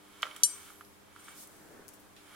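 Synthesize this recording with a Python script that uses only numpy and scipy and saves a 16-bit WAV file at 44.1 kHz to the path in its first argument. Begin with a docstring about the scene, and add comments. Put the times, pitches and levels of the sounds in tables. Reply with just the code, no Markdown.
"""A faint rub and a dull knock come first: the hub of a steering wheel turning close by in a quiet workshop.
Then the steel indicator lever snaps back against its stop and rings with a bright clink.
As the wheel turns on, small knocks, ticks and a sliding hiss follow, over mains hum and faint room noise.
The clink and knocks are mostly fading tones ("modes"); the rubs and hisses are shaped noise."""
import sys
import numpy as np
from scipy import signal
from scipy.fft import rfft, irfft
from scipy.io import wavfile

SR = 44100
rng = np.random.default_rng(int(sys.argv[2]) if len(sys.argv) > 2 else 0)


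def to_wav(sig):
    """Store sig (one row per channel, or 1-D mono) as 16-bit WAV at the path in sys.argv[1].

    Samples outside -1..1 are clipped; the rate is SR.
    """
    pcm = np.clip(np.atleast_2d(sig), -1, 1) * 32767
    pcm = np.round(pcm).astype(np.int16)
    wavfile.write(sys.argv[1], SR, pcm.T)  # frames by channels


N = 103635
T = np.arange(N) / SR
HZ = np.arange(N // 2 + 1) * SR / N

# the tones of the steel lever; close pairs beat slowly (f/Hz)
LEVER_HZ = [2995, 3365, 4030, 4686, 5495, 5979, 5988, 7341, 7344, 8526, 8531, 9831, 10289, 11358, 12840,
            13042]
# how each tone rings; t60 is the time to fade by 60 dB (level/dB, t60/s, left minus right/dB)
LEVER_RING = [(-36.5, 0.1, -1), (-29.5, 0.034, -6), (-28.5, 0.078, -5), (-27, 0.07, 4), (-33, 0.15, -9),
              (-14.5, 0.09, 4.5), (-45, 0.46, 5), (-22.5, 0.081, 0), (-40, .36, 5), (-28.5, 0.34, 1),
              (-24.5, 0.16, 8.5), (-22.5, 0.15, 7.5), (-26.5, 0.071, 2), (-25.5, 0.1, -3),
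              (-26.5, 0.065, 8.5), (-35, 0.099, -5)]
# lever tones that swing opposite ways on the left and right (f/Hz)
OPPOSED_HZ = [5979, 12840, 13042]
# tone colour of a hard hit (f/Hz, level/dB)
CRACK_COLOUR = [(900, -37), (1500, 0), (2400, -14), (3500, 8), (7000, 13), (11000, 6.5), (16000, 2)]
# light touches that make the lever sing (t/s, level/dB, centre f/Hz)
LEVER_TOUCHES = [(0.701, -39, 8500), (1.19, -36.5, 8500), (1.238, -34, 9800), (1.283, -33.5, 8200)]
# the tones of the hub (f/Hz, level/dB, t60/s)
HUB_MODES = [(1240, -21.5, 0.023), (1359, -20.5, 0.025), (1533, -32, 0.029), (1897, -28, 0.027),
             (2227, -27.5, 0.031), (3098, -23.5, 0.023), (3286, -28.5, 0.017), (4330, -36, 0.012)]
# hollow ring of the housing behind the hub (f/Hz, level/dB, t60/s)
HOUSING_MODES = [(524, -58, 0.31), (612, -56, 0.54)]
# knocks in the hub (t/s, level/dB, treble tilt/dB per octave)
HUB_KNOCKS = [(0.2296, 0, 3), (0.2353, -24, -11), (0.254, -15, -8), (0.26, -24, -12), (0.2675, -16, -17),
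              (0.3114, -26, 7), (0.3633, -25, 7.5), (0.7021, -26, -18), (0.8091, -19, -11.5),
              (1.1619, -23, -14), (1.2829, -21.5, -3.5)]
# tone colour of a knock's gritty tail (f/Hz, level/dB)
GRIT_COLOUR = [(250, -25), (650, 2), (850, -4.5), (1500, 1.5), (3400, -6), (6000, -16), (16000, -40)]
# short scrapes in the mechanism (t/s, level/dB, t60/s, centre f/Hz, left minus right/dB)
SCRAPE_EVENTS = [(0.221, -38.5, 0.035, 4800, 1.5), (0.3632, -43, 0.038, 8500, 0),
                 (.849, -55, 0.029, 4700, 0), (1.472, -46.5, 0.031, 11000, 2),
                 (1.8817, -36.5, 0.0058, 13500, 12), (1.888, -45.5, 0.033, 9500, 2),
                 (1.936, -52, .09, 9650, 4), (1.998, -59, 0.1, 12500, 9), (2.164, -56, 0.16, 3000, 0)]
# how loudly the hub rubs (t/s, level/dB)
RUB_LEVELS = [(0, -67), (.32, -51.5), (.42, -56), (.70, -57), (.78, -67.5), (.9, -75), (1.12, -65.5),
              (1.3, -55.5), (1.55, -73), (2.12, -72.5), (2.35, -54.5)]
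# pitches that the rubbing brings out (f/Hz, width/Hz, level/dB)
RUB_RESONANCES = [(1284, 440, 2), (2248, 70, 3.5), (3130, 105, 1), (3470, 600, -6.5), (7350, 710, -18),
                  (10170, 570, -10.5)]
# loudness of the sliding hiss (t/s, level/dB)
HISS_LEVELS = [(0, -66.5), (.42, -61), (.50, -53.5), (.68, -56), (.8, -64), (1.1, -69), (1.25, -59),
               (1.34, -58), (1.39, -49.5), (1.435, -50), (1.47, -60), (1.6, -61), (1.8, -65.5),
               (2.15, -66.5), (2.35, -61)]
# its tone colour (f/Hz, level/dB)
HISS_COLOUR = [(800, -33), (2500, -7), (5000, -1), (8600, 3.5), (12500, 1), (16000, -4.5)]
# loudness of the low rustle (t/s, level/dB)
RUSTLE_LEVELS = [(1.15, -79), (1.42, -64), (1.82, -55.5), (1.89, -62.5), (2.35, -71.5)]
# its tone colour (f/Hz, level/dB)
RUSTLE_COLOUR = [(70, -9.5), (220, -0.5), (420, -1), (1000, -8), (1700, -6), (2800, -25.5), (8000, -30)]
# soft swells of noise (peak t/s, half-length/s, centre f/Hz, half-width/octaves, level/dB)
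NOISE_SWELLS = [(.78, 0.14, 11500, .13, -65), (1.75, 0.083, 410, 0.31, -58)]
# the tones of the mains hum (f/Hz, level/dB)
HUM_TONES = [(200, -72.5), (300, -69), (400, -70.5)]
# tone colour of the room noise (f/Hz, level/dB)
AIR_COLOUR = [(20, -6.5), (76, -2), (90, 7.5), (110, -2), (300, 0.5), (550, -2.5), (850, -2), (2000, -9),
              (16000, -26)]

SNAP_S, SEAT_S, TOUCH_DB, CLINK_RISE_S = .4333, .0013, -7, .00015
CHATTER_DB, CHATTER_HZ, CHATTER_T60_S = 3, 110, .4
CRACK_DB, CRACK_T60_S, RIGHT_LAG_S = -24.5, 0.036, .000021
SING_RISE_S, SING_WIDTH_HZ = 0.0074, 1500
KNOCK_RISE_S, HOUSING_RISE_S = 0.00055, .006
HUB_LOW_HZ = 907  # the small hub gives off little sound below this
GRIT_DB, GRIT_T60_S, CLICK_DB, CLICK_T60_S = -35.5, 0.072, -41.5, 0.028
RUB_ROUGH_DB, HUM_WAVER_DB, AIR_DB = 0.5, 1.5, -59.5
ROOM_T60_S, ROOM_GAP_S = 0.34, 0.0072
KNOCK_ROOM_HZ, CLINK_ROOM_HZ = 1520, 8600  # above these the echo grows dull


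def lever():
    """The steel lever hits its stop with a crack and rings; later, light touches make it sing."""
    t = T[:SR // 2]
    modes = []
    for hz, (db, t60, pan_db) in zip(LEVER_HZ, LEVER_RING):
        lag = .5 / hz if hz in OPPOSED_HZ else RIGHT_LAG_S
        tone = np.sin(2 * np.pi * hz * np.array([t, t - lag]))
        # chatter against the stop roughens the start of the ring
        chatter_db = CHATTER_DB * waver(CHATTER_HZ)[:len(t)] * fade(t, CHATTER_T60_S)
        modes.append(amp(db + chatter_db) * pan(pan_db) * tone * fade(t, t60))
    crack = amp(CRACK_DB) * noise(colour(CRACK_COLOUR))[:, :len(t)] * fade(t, CRACK_T60_S)
    # the lever meets its stop lightly, then seats fully
    touch = amp(TOUCH_DB) * rise(t, CLINK_RISE_S)
    seat = (1 - amp(TOUCH_DB)) * rise(t - SEAT_S, CLINK_RISE_S)
    out = place((sum(modes) + crack) * (touch + seat), SNAP_S)
    for start, db, centre_hz in LEVER_TOUCHES:
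        ring = sum(mode / np.hypot(1, (hz - centre_hz) / SING_WIDTH_HZ)
                   for hz, mode in zip(LEVER_HZ, modes))
        out = out + place(amp(db) * ring * rise(t, SING_RISE_S), start)
    return room(out, wet_db=-15, dull_hz=CLINK_ROOM_HZ)


def hub_knocks():
    """Each blow on the hub gives a click, quickly dying tones, a hollow ring and a gritty tail."""
    t = T[:SR // 2]
    hollow = sum(amp(db) * np.sin(2 * np.pi * hz * t) * fade(t, t60) for hz, db, t60 in HOUSING_MODES)
    hollow *= rise(t, HOUSING_RISE_S)
    low_cut = signal.butter(2, HUB_LOW_HZ, "high", fs=SR, output="sos")[[0, 0]]  # twice: steeper
    grit = amp(GRIT_DB) * noise(colour(GRIT_COLOUR), width=0.5)
    click = amp(CLICK_DB) * noise(colour(CRACK_COLOUR), width=0.98)
    out = 0
    for start, db, tilt_db in HUB_KNOCKS:
        ring = sum(amp(mode_db + tilt_db * np.log2(hz / 1400)) * np.sin(2 * np.pi * hz * t) * fade(t, t60)
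                   for hz, mode_db, t60 in HUB_MODES)
        body = signal.sosfilt(low_cut, ring * rise(t, KNOCK_RISE_S)) + hollow
        crunch = grit * fade(T - start, GRIT_T60_S) + click * fade(T - start, CLICK_T60_S)
        out = out + amp(db) * (place(body[None], start) + crunch)
    return room(out * pan(-3.5), wet_db=-11, dull_hz=KNOCK_ROOM_HZ)


def scrapes():
    """Parts of the mechanism slip and tick in short, bright bursts of noise."""
    out = 0
    for start, db, t60, hz, pan_db in SCRAPE_EVENTS:
        slip = noise(band(hz, octaves=0.78), width=0.77)
        out = out + amp(db) * pan(pan_db) * slip * fade(T - start, t60)
    return room(out, wet_db=-3.5, dull_hz=CLINK_ROOM_HZ)


def wheel_turning():
    """Uneven rubbing sounds the hub, along with a sliding hiss, a low rustle and soft swells."""
    hub_power = sum(amp(2 * db) / (1 + ((HZ ** 2 - hz ** 2) / ((HZ + 1) * width)) ** 2)
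                    for hz, width, db in RUB_RESONANCES)
    rub = noise(np.sqrt(hub_power), width=0.47) * curve(RUB_LEVELS) * pan(-3.5)
    rub *= amp(RUB_ROUGH_DB * waver(rate_hz=24))
    hiss = noise(colour(HISS_COLOUR)) * curve(HISS_LEVELS)
    rustle = noise(colour(RUSTLE_COLOUR), width=0.51) * curve(RUSTLE_LEVELS)
    swells = sum(amp(db) * noise(band(hz, octaves), width=0.5) * np.exp(-((T - peak) / half_s) ** 2)
                 for peak, half_s, hz, octaves, db in NOISE_SWELLS)
    return rub + hiss + rustle + swells


def workshop():
    """Mains hum wavers over steady room noise."""
    hum = 0
    for hz, db in HUM_TONES:
        peak = np.sqrt(2) * amp(db + HUM_WAVER_DB * waver(rate_hz=6.4))
        hum = hum + peak * np.sin(2 * np.pi * (hz * T + rng.random()))
    return hum + amp(AIR_DB) * noise(colour(AIR_COLOUR))


def room(x, wet_db, dull_hz):
    """Adds the workshop's short wash of echoes, duller than the sound and different on each side."""
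    age = T[:SR // 2] - ROOM_GAP_S
    tail = rng.standard_normal((2, SR // 2)) * fade(age, ROOM_T60_S)
    tail /= np.sqrt(np.sum(tail ** 2) / 2)
    tail = signal.lfilter(*signal.butter(1, dull_hz, fs=SR), tail)
    return x + amp(wet_db) * signal.fftconvolve(x, tail, axes=1)[:, :N]


def amp(db):
    """Turns decibels into a gain, the number to multiply a sound by."""
    return 10 ** (np.asarray(db) / 20)


def pan(db):
    """Left and right gains that make the left side db louder."""
    return amp(np.array([[db], [-db]]) / 2)


def curve(points):
    """Gain over time from (t/s, level/dB) points."""
    return amp(np.interp(T, *np.array(points).T))


def colour(points):
    """Gain over frequency from (f/Hz, level/dB) points."""
    hz, db = np.array(points).T
    return amp(np.interp(np.log(HZ + 1), np.log(hz), db))


def band(hz, octaves):
    """Gain over frequency with one broad hump around hz."""
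    return 1 / (1 + (np.log2((HZ + 1) / hz) / octaves) ** 2)


def noise(gain, width=1):
    """Stereo noise of strength 1 in a given tone colour; width 1 makes the two sides unrelated."""
    mid, side = irfft(rfft(rng.standard_normal((2, N))) * gain, N)
    out = np.array([mid + width * side, mid - width * side])
    return out / out.std()


def waver(rate_hz):
    """A random wobble of typical size 1, mostly slower than rate_hz."""
    return noise(1 / (1 + (HZ / rate_hz) ** 4), width=0)[0]


def fade(age, t60):
    """Silence before age 0, then a fall of 60 dB every t60 seconds."""
    return (age >= 0) * np.exp(-np.log(1000) * np.clip(age / t60, 0, 10))


def rise(age, length):
    """A ramp from 0 to 1."""
    return np.clip(age / length, 0, 1)


def place(x, start):
    """Delays a sound to its start time."""
    return np.pad(x, ((0, 0), (int(start * SR), N)))[:, :N]


def scene():
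    """Lever, wheel and workshop together."""
    return lever() + hub_knocks() + scrapes() + wheel_turning() + workshop()


def record(dry):
    """Cuts the highest treble, above 15900 Hz."""
    return signal.sosfilt(signal.ellip(10, .2, 70, 15900, fs=SR, output="sos"), dry)


dry = scene()
out = record(dry)
to_wav(out)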